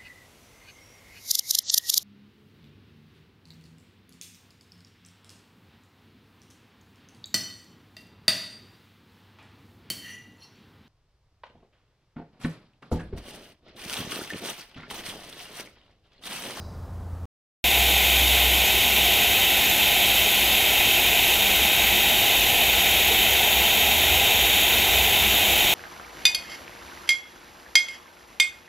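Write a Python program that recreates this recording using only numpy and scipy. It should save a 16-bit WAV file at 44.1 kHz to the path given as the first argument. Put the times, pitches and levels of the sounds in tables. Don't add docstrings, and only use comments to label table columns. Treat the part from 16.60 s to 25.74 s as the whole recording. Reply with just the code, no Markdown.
import sys
import numpy as np
from scipy import signal
from scipy.fft import rfft, irfft
from scipy.io import wavfile
from scipy.ndimage import uniform_filter1d

SR = 44100
rng = np.random.default_rng(int(sys.argv[2]) if len(sys.argv) > 2 else 0)


def pcm_store(signal):
    levels = np.round(np.clip(np.atleast_2d(signal), -1, 1) * 32767)
    wavfile.write(sys.argv[1], SR, levels.astype(np.int16).T)


def volts_from_db(level):
    exponent = np.asarray(level, float) / 20
    return 10 ** exponent


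N = 403074
T = np.arange(N) / SR
HZ, FRAMES = np.fft.rfftfreq(2048, 1 / SR), np.arange(N // 512 + 5) * 512 / SR
SHOP_END_S, ARC_START_S = 28875 / SR, 45917 / SR


def evened(x):
    return x / np.sqrt(np.mean(x ** 2) + 1e-20)


def read(points, hz):
    f, value = np.transpose(points)
    return np.interp(np.log(hz + 1), np.log(f + 1), value)


def curves(rows, t):
    s, *columns = np.transpose(rows)
    return [np.interp(t, s, column) for column in columns]


def bell(hz, width):
    return np.exp(-.5 * ((HZ[:, None] - hz) / (width / 2)) ** 2)


def bump(t, s, length):
    return np.exp(-.5 * ((t - s) / length) ** 2)


def shaped(field_db):
    a, b = rng.standard_normal((len(FRAMES), len(HZ), 2)).T
    return signal.istft((a + 1j * b) * volts_from_db(field_db), nperseg=2048, noverlap=1536)[1][:N]


def resonant_noise(hz, width):
    noise = rng.standard_normal(N)
    turn = np.exp(2j * np.pi * np.cumsum(hz * np.ones(N)) / SR)
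    r = np.exp(-np.pi * width / SR)
    once = signal.lfilter([1 - r], [1, -r], noise / turn)
    twice = signal.lfilter([1 - r], [1, -r], once)
    return 2 * (turn * twice).real


def steadied(x, hold):
    size = np.sqrt(abs(uniform_filter1d(x ** 2, size=2000))) + 1e-6
    return evened(x / size ** hold)


# hz, level_db (per Hz)
GAS_COLOUR = [(8, -45), (30, -15), (60, -7.5), (150, -14.5), (450, -11), (1200, -14), (1800, -12.5),
              (2300, -4.5), (3500, -5), (4300, -13.5), (5300, -20.5), (8500, -20.5), (10800, -14),
              (14400, -14.5), (15100, -19), (15500, -24), (15900, -26.5)]
# centre_hz, width_hz, level_db,
# change_db (as the torch turns)
JOINT_RESONANCES = [(394, 66, 2.5, 3), (682, 164, 6, 1.5), (822, 137, 6, 1), (943, 45, 3.5, 2.5),
                    (1200, 215, -0.5, 1.5), (1530, 110, 0, 0), (1674, 80, -3, 3.5), (2010, 177, 3.5, 0),
                    (2587, 287, 4, 0), (3100, 220, 4.5, 0.5), (3712, 284, 6, 0.5), (5000, 690, -1.5, -2),
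                    (5760, 700, 4.5, 0.5), (6150, 200, -1.5, 0), (6640, 396, 9, -0.5), (6850, 190, 1.5, 4),
                    (7680, 790, 5, 0), (8220, 250, -2.5, -2), (9040, 410, -7, -4), (9590, 370, -6, -4),
                    (9950, 300, 1, -0.5), (10450, 400, -4.5, -1), (11070, 480, 2.5, -1),
                    (12000, 700, 0.5, -1), (13550, 1460, 4, 0), (14900, 500, -0.5, -4),
                    (15550, 820, 2.5, 4)]
# centre_hz, width_hz, level_db
JOINT_DIPS = [(580, 45, -5), (670, 30, -5), (915, 40, -4), (1100, 40, -5), (1172, 40, -10), (1255, 55, -8),
              (1355, 45, -6), (1440, 30, -2), (1620, 40, -2), (2000, 40, -3)]
# time_s, angle (-1 to 1)
TORCH_ANGLE = [
    (1.05, -0.55),
    (4., -.4),
    (5., 0.02),
    (5.9, 0.046),
    (6.9, .55),
    (9.14, .45),
]


def arc():
    level_db, roar_db, patchy_db, flicker_db = -19, .5, .35, .4
    cup_hz, cup_turn_hz, cup_width_hz, cup_db = 9520, 50, 450, -8
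    lift_s, lift_length_s, lift_hz = 6.55, .35, -320
    angle, = curves(TORCH_ANGLE, FRAMES)
    moving_cup_hz = cup_hz + cup_turn_hz * angle + lift_hz * bump(FRAMES, lift_s, lift_length_s)
    field_db = read(GAS_COLOUR, HZ)[:, None] + cup_db * bell(moving_cup_hz, cup_width_hz)
    field_db = field_db + roar_db * angle / (1 + (HZ[:, None] / 1000) ** 4)
    for hz, width, db, change_db in JOINT_RESONANCES:
        field_db = field_db + bell(hz, width) * (db + change_db * angle)
    for hz, width, db in JOINT_DIPS:
        field_db = field_db + bell(hz, width) * db
    patches = rng.standard_normal((len(FRAMES), len(HZ))).T
    patches = uniform_filter1d(patches, size=24, axis=0)
    patches = evened(uniform_filter1d(patches, size=20, axis=1))
    hiss = shaped(field_db + patchy_db * patches)
    flicker = evened(uniform_filter1d(rng.standard_normal(N), size=300))
    return evened(hiss) * volts_from_db(level_db + flicker_db * flicker)


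# delay_s, strength
WALL_ECHOES = [(.00590, .04), (.00857, .08), (.01177, .1)]


def walls(x):
    dull = signal.lfilter(*signal.butter(2, 1500, fs=SR), x)
    return x + sum(strength * np.roll(dull, round(delay * SR)) for delay, strength in WALL_ECHOES)


# start_s, peak_db, pitch_hz
ROD_KNOCKS = [
    (6.507, -22, 448),
]


def knocks():
    rise_s, t60_s = .008, .055
    out = np.zeros(N)
    for s, db, hz in ROD_KNOCKS:
        t = np.maximum(T - s, 0)
        size = volts_from_db(db + 11.5 - 60 * t / t60_s) * (1 - np.exp(-t / rise_s))
        out += size * np.sin(2 * np.pi * hz * t)
    return out


# time_s, pitch_hz, level_db, share (0-1, second rotor beating against it)
FAN_COURSE = [(1.05, 64, -31.5, 0), (1.86, 63.3, -28, 0), (2., 63.4, -34.5, 0.1), (2.8, 61.7, -44, 0.2),
              (4.1, 59.5, -43.5, .7), (5.4, 61.5, -39.5, .5), (6.05, 61, -43, 0.51), (6.6, 63, -35.5, 0.4),
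              (7.3, 63.1, -40, 0.59), (7.6, 63, -35.5, .8), (9.14, 62, -38.5, .9)]


def fan():
    beats_per_s, agree_s = 3.52, 7.55
    clean_db = -38
    hz, level_db, share = curves(FAN_COURSE, T)
    second_rotor = share * np.exp(2j * np.pi * beats_per_s * (T - agree_s))
    beat = abs(1 + second_rotor) / np.sqrt(1 + share ** 2)
    clean = 1 / (1 + volts_from_db(2 * (clean_db - level_db)))
    fuzz = steadied(resonant_noise(hz, width=9), hold=.59)
    tone = np.sqrt(2) * np.sin(2 * np.pi * np.cumsum(hz) / SR)
    return volts_from_db(level_db) * beat * (np.sqrt(1 - clean) * fuzz + np.sqrt(clean) * tone)


def engine():
    pass_s, pass_hz, climb_hz_per_s = 7.5, 77.2, 9.4
    passing = volts_from_db(-34.5) * bump(T, pass_s, .13)
    away = volts_from_db(-43) * bump(T, 8.5, .45)
    note = resonant_noise(pass_hz + climb_hz_per_s * (T - pass_s), width=1.2)
    return (passing + away) * steadied(note, hold=.95)


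# pitch_hz, width_hz, level_db
ROOM_MODES = [(203, 13, -46.5), (372, 30, -46), (704, 24, -41), (635, 45, -46), (790, 40, -43.5),
              (1300, 40, -54)]


def room():
    return sum(volts_from_db(db) * evened(resonant_noise(hz, width)) for hz, width, db in ROOM_MODES)


# hz, level_db
SHOP_COLOUR = [(15, -50), (30, -26), (55, -8.5), (72, -12.5), (87, -19), (104, -20), (200, -21),
               (290, -29.5), (830, -32), (1350, -37.5), (2240, -52), (5000, -56), (15600, -61)]
# multiple (of the hum pitch), level_db
HUM_PARTIALS = [(2 / 3, -10), (0.99, 0), (4 / 3, -11)]
# time_s, share_lost (0-1)
HUM_FALTERS = [
    (.13, .65),
    (.284, .9),
]
# pitch_hz, width_hz, level_db
STEEL_RING = [(3950, 330, -2), (4730, 300, 0), (5150, 400, -2), (6000, 1500, -4)]


def shop():
    hum_hz, hum_db, swell_db_per_s, falter_s = 86.8, -39.5, 8, .012
    air_db, ring_db, ring_t60_s = -41, -56, 1.06
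    air = evened(shaped(read(SHOP_COLOUR, HZ)[:, None] + 0 * FRAMES))
    hum = evened(sum(volts_from_db(db) * np.sin(2 * np.pi * k * hum_hz * T + k) for k, db in HUM_PARTIALS))
    hum = hum * (1 - sum(lost * bump(T, s, falter_s) for s, lost in HUM_FALTERS))
    swell_db = hum_db + swell_db_per_s * np.minimum(T, SHOP_END_S)
    ring = evened(sum(volts_from_db(db) * evened(resonant_noise(hz, width)) for hz, width, db in STEEL_RING))
    return volts_from_db(air_db) * air + volts_from_db(swell_db) * hum + volts_from_db(ring_db - 60 * T / ring_t60_s) * ring


def scene():
    fade_s = .00005
    welding = walls(arc()) + knocks() + fan() + engine() + room()
    mono = np.clip((SHOP_END_S - T) / fade_s, 0, 1) * shop() + (T >= ARC_START_S) * welding
    return np.array([mono, mono])


# centre_s, low_hz, high_hz
SIDE_FLECKS = [(1.75, 10290, 11750), (2.075, 5140, 6320), (2.075, 7560, 8990), (2.075, 13720, 15170),
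               (3.097, 4160, 6930), (3.863, 4200, 5720), (3.933, 4180, 5190), (4.072, 4130, 5180),
               (4.281, 14420, 15820), (5.024, 8940, 11070), (5.605, 9590, 11040), (5.837, 5670, 6940),
               (5.86, 14450, 15870), (7.764, 6850, 8310), (8.019, 8230, 9660), (8.368, 6230, 8290),
               (8.623, 14400, 15890), (8.925, 5630, 6890), (8.925, 10970, 12450)]


def flecks(mono):
    side = np.zeros(N)
    turns = np.exp(2j * np.pi * rng.random((len(SIDE_FLECKS), len(HZ))))
    for (s, low_hz, high_hz), turn in zip(SIDE_FLECKS, turns):
        at = slice(round(s * SR) - 1024, round(s * SR) + 1024)
        band = (HZ > low_hz) * (HZ < high_hz)
        side[at] += irfft(abs(rfft(mono[at])) * turn * band) * np.hanning(2048)
    return volts_from_db(-2) * np.array([side, -side])


def offset():
    level_db, settle_s = -38, .2
    since = np.maximum(T - ARC_START_S, 0)
    step = volts_from_db(level_db) * (T >= ARC_START_S) * np.exp(-since / settle_s)
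    return np.array([step, -step])


def low_pass(x):
    return signal.sosfilt(signal.butter(12, 16180, fs=SR, output="sos"), x)


def record(dry):
    edge = signal.firwin(1601, 15775, window=("kaiser", 9), fs=SR)
    limited = signal.oaconvolve(dry, edge[None], "same")
    return low_pass(limited + flecks(dry[0]) + offset())


dry = scene()
out = record(dry)
pcm_store(out)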